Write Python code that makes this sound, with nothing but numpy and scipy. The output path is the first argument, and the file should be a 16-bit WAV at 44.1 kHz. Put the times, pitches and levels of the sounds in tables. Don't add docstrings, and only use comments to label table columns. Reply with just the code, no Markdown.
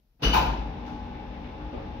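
import sys
import numpy as np
from scipy import signal
from scipy.fft import rfft, irfft
from scipy.io import wavfile

SR = 44100
rng = np.random.default_rng(int(sys.argv[2]) if len(sys.argv) > 2 else 0)


def transcribe(signal):
    frames = np.atleast_2d(signal).T
    limited = np.clip(frames, -1, 1)
    pcm = np.round(limited * 32767).astype(np.int16)
    wavfile.write(sys.argv[1], SR, pcm)


N = 88200
T = np.arange(N) / SR

# frequency_hz, correlation
STEREO_LIKENESS = [(60, 1), (180, 0.96), (350, 0.88), (700, 0), (3000, 0), (12000, 0)]


def from_db(db):
    return 10 ** (np.asarray(db) / 20)


def rms_one(x):
    return x / np.sqrt(np.mean(x ** 2) + 1e-20)


def fader(points):
    return from_db(np.interp(T, *np.transpose(points)))


def at_hz(points, hz):
    frequencies, values = np.transpose(points)
    return np.interp(np.log(hz + 1), np.log(frequencies), values)


def pan(db):
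    return from_db(np.array([[1], [-1]]) * db / 2)


def drift(rate_hz):
    hz = np.arange(N + 1) * SR / (2 * N)
    return rms_one(irfft(rfft(rng.standard_normal(2 * N)) / (1 + (hz / rate_hz) ** 2)))[:N]


def swell(start_s, rise_s, t60_s):
    age = T - start_s
    attack = np.sin(np.pi / 2 * np.clip(age / rise_s, 0, 1)) ** 2
    return attack * from_db(-60 * np.maximum(age - rise_s, 0) / t60_s)


def pile_up(hits, rise_s, t60_s):
    return np.sqrt(sum((from_db(db) * swell(start, rise_s, t60_s)) ** 2 for start, db in hits))


def diffuse(colour):
    # frequency_hz, left_minus_right_db
    balance = [(50, 4), (170, 4), (380, -2), (900, 3.5), (1600, 1), (3000, 1.5), (5500, 8), (9000, 1.5),
               (14000, 1)]
    hz = np.arange(N // 2 + 1) * SR / N
    mid, side = rfft(rng.standard_normal((2, N)))
    alike = at_hz(STEREO_LIKENESS, hz)
    stereo = np.sqrt(1 + alike) * mid + np.sqrt(1 - alike) * side * [[1], [-1]]
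    return rms_one(irfft(stereo * from_db(at_hz(colour, hz)) * pan(at_hz(balance, hz)), N))


def clack(hits, colour, rise_s):
    # frequency_hz, t60_s
    shaft_decay = [(60, 0.75), (250, 1.15), (900, .7), (2500, 0.7), (6000, 0.56), (13000, 0.33)]
    spectrum, out = rfft(diffuse(colour)), 0
    hz, centres = np.arange(N // 2 + 1) * SR / N, np.geomspace(60, 15000, 9)
    for centre, share in zip(centres, np.eye(len(centres))):
        band = irfft(spectrum * at_hz(np.c_[centres, share], hz), N)
        out += band * pile_up(hits, rise_s, at_hz(shaft_decay, centre))
    return out


def ringing(hits, modes, rise_s, rough):
    out = np.zeros((2, N))
    for hz, db, t60 in modes:
        envelope = from_db(db) * pile_up(hits, rise_s, t60)
        for channel in out:
            phase = 2 * np.pi * (hz * T + rng.random())
            waver = drift(52) * np.sin(phase) + drift(40) * np.cos(phase)
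            channel += envelope * (np.sin(phase) + rough * waver)
    return out


def contactor():
    # start_s, clack_db, ring_db
    hits = [(0.218, -6.5, -18), (0.227, 0, 0), (0.246, -6.5, -3.5), (0.274, -16, -7), (0.297, -14, -15),
            (0.325, -11, -2.5)]
    # frequency_hz, level_db
    colour = [(60, -20.5), (150, -0.5), (400, -5.5), (700, -12), (1500, -12), (1900, -19.5), (2700, -13),
              (3400, -16.5), (4800, -18.5), (6200, -30), (8000, -55), (11000, -32.5), (15000, -40)]
    # pitch_hz, level_db, t60_s
    modes = [(1481, -17, .35), (1712, -15, .35), (2180, -15, .3), (2606, -12, .5), (2694, -12, .4),
             (2925, -4, .2), (2950, 2, .25), (2966, 1, .6), (2985, -3, .25), (3030, -7, .22),
             (3914, -17, .3), (3990, -15, .3), (4032, -15, .3), (4522, -16, .3), (4706, -15, .4),
             (4818, -20, .3), (5972, -10, .4), (6010, -15, .3), (6070, -16, .3)]
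    clack_hits = [(start, db) for start, db, _ in hits]
    ring_hits = [(start, db) for start, _, db in hits]
    impact = from_db(-25) * clack(clack_hits, colour, rise_s=0.0081)
    return impact + from_db(-31.5) * pan(6.5) * ringing(ring_hits, modes, rise_s=0.01, rough=0.47)


def brake():
    # start_s, level_db
    hits = [(0.331, -1.5), (0.337, -2), (0.355, -9), (0.388, -26)]
    # frequency_hz, level_db
    colour = [(60, -21.5), (140, -4.5), (350, -11), (620, -7.5), (950, 8.5), (1130, -13), (1400, -1.5),
              (1900, -13), (2600, -6.5), (3150, -15), (3800, -11.5), (5600, -19.5), (7000, -26),
              (8500, -47), (10500, -28.5), (14500, -21)]
    # pitch_hz, level_db, t60_s
    modes = [(631, -14, .8), (731, -9, .7), (810, -7, .7), (836, -4, .7), (894, -2.5, .75), (913, -2, .65),
             (956, -1, .6), (975, -3, .5), (1021, 2, .5), (1209, -12, .5), (1265, -12, .55),
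             (1344, -11, .55), (1588, -12, .4), (2347, -13, .35), (2500, -11, .4), (2616, -10, .4),
             (3768, -13, .3)]
    impact = from_db(-23) * clack(hits, colour, rise_s=0.0078)
    return impact + from_db(-28.5) * pan(3.5) * ringing(hits, modes, rise_s=0.014, rough=0.85)


def jolts():
    # start_s, level_db, pitch_hz, rise_s, t60_s
    throbs = [(0.236, -15, 51.3, .036, 0.24), (0.347, -23, 55.9, 0.041, 0.35), (0.445, -25, 53, 0.044, 1)]
    out = 0
    for start, db, hz, rise, t60 in throbs:
        out += from_db(db) * swell(start, rise, t60) * np.sin(2 * np.pi * hz * (T - start))
    return pan(2.8) * out


def ride():
    # frequency_hz, level_db
    colour = [(18, -31.5), (28, -9), (40, 1), (58, 7.5), (72, -3.5), (100, -12.5), (125, -3), (170, -7),
              (260, -6.5), (350, -11.5), (520, -12.5), (700, -14.5), (860, -11), (1000, -21.5), (1200, -22),
              (2000, -26), (2700, -25.5), (3250, -31), (3650, -29), (4200, -37), (5600, -41.5), (6600, -53),
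              (7800, -71.5), (15000, -71.5)]
    # time_s, level_db
    levels = [(0.3, -23), (0.65, -37.5), (0.9, -38), (1.15, -39.5), (1.55, -39), (2.0, -38.5)]
    return fader(levels) * diffuse(colour)


def gears():
    # cycles_per_turn, level_db
    orders = [(8, -51), (10, -48), (18, -60), (32, -53), (33, -58), (34, -59), (35, -47), (37, -59),
              (38, -60), (42, -61), (43, -65), (46, -66), (49, -68), (63, -66), (71, -71), (73, -71),
              (94, -71), (110, -69), (143, -75), (145, -75), (148, -74)]
    # time_s, level_db
    levels = [(0.5, -2), (0.9, 4.5), (1.25, 1), (1.45, 0.5), (2.0, -4.5)]
    rotation_hz, speed_wander, flutter_db, stereo_spread = 24.125, 0.00076, 2.5, 0.68
    turns = np.cumsum(rotation_hz * (1 + speed_wander * drift(2.4))) / SR
    out = 0
    for order, db in orders:
        right_lag = stereo_spread * np.arccos(at_hz(STEREO_LIKENESS, order * rotation_hz))
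        gain = from_db(db + flutter_db * drift(5.5))
        phase = 2 * np.pi * (order * turns + rng.random())
        out += gain * np.sin([phase, phase - right_lag])
    return from_db(-0.5) * fader(levels) * pan(4.5) * out


def drones():
    # pitch_hz, level_db, width_hz
    tones = [(82.6, -48, 6), (300, -50.5, 4.3), (541, -59, 14)]
    out = 0
    for hz, db, width in tones:
        phase = 2 * np.pi * hz * T
        out += from_db(db) * (drift(width) * np.sin(phase) + drift(width) * np.cos(phase))
    return pan(2) * out


def panel_creak():
    # start_s, level_db
    creaks = [(1.722, -42), (1.765, -50)]
    # pitch_hz, level_db, t60_s
    modes = [(245, 0, .4), (436, 0, .7), (505, -4, .5), (552, -1, .6), (1205, -10, .5)]
    return ringing(creaks, modes, rise_s=0.019, rough=0.4)


def scuffs():
    # start_s, level_db, centre_hz, rise_s, t60_s, left_minus_right_db
    rubs = [(0.856, -58.5, 3180, 0.0091, 0.82, 5), (0.86, -49.5, 1330, 0.023, 0.25, 1),
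            (0.895, -36.5, 190, 0.033, 0.12, 1), (1.13, -53.5, 2190, .025, 0.51, 2.5),
            (1.32, -54.5, 2190, .03, 0.31, 6.5), (1.43, -52.5, 2300, 0.024, 0.4, 2),
            (1.575, -51, 1200, 0.036, 0.48, 2), (1.72, -43, 443, 0.027, 0.52, -2.5),
            (1.725, -54, 2400, 0.016, 0.52, 3.5), (1.76, -45.5, 950, 0.018, .5, 0),
            (1.745, -43, 50, 0.032, 0.44, 5)]
    out = 0
    for start, db, hz, rise, t60, pan_db in rubs:
        hump = [(hz / 8, -37), (hz / 2, -9.25), (hz, 0), (hz * 2, -18.5), (hz * 3, -74)]
        out += from_db(db) * pan(pan_db) * swell(start, rise, t60) * diffuse(hump)
    return out


def shoe_hiss():
    # frequency_hz, level_db
    colour = [(1000, -15), (3000, -4), (4500, 0), (6200, -2), (8000, -24), (11000, -18), (15000, -16)]
    return from_db(-62) * swell(start_s=0.856, rise_s=0.012, t60_s=0.7) * diffuse(colour)


def opening_tick():
    # frequency_hz, level_db
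    colour = [(40, -8), (130, 0), (400, -1), (800, -18), (2000, -29), (3000, -11), (6000, -30), (8000, -29)]
    fade_out = np.sin(np.pi / 2 * np.maximum(0.0044 - T, 0) / 0.0113) ** 2
    return from_db(-53) * fade_out * diffuse(colour)


def room_tone():
    # frequency_hz, level_db
    colour = [(18, -25), (30, 2.5), (52, 3.5), (95, -13.5), (180, -10.5), (260, -17), (400, -23.5),
              (600, -25.5), (870, -27.5), (1200, -34.5), (3000, -37), (5500, -38.5), (8000, -53),
              (12000, -37.5), (15000, -38)]
    return from_db(-64) * diffuse(colour)


def scene():
    starting = opening_tick() + contactor() + brake() + jolts()
    fade_in = np.interp(T, [0.19, 0.49], [0, 1])
    running = fade_in * (gears() + drones() + ride())
    return starting + running + panel_creak() + shoe_hiss() + scuffs() + room_tone()


def record(dry):
    low_cut = signal.butter(2, 24, "high", fs=SR, output="sos")
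    high_cut = signal.ellip(12, 0.1, 80, 15600, fs=SR, output="sos")
    return signal.sosfilt(high_cut, signal.sosfilt(low_cut, dry))


dry = scene()
out = record(dry)
transcribe(out)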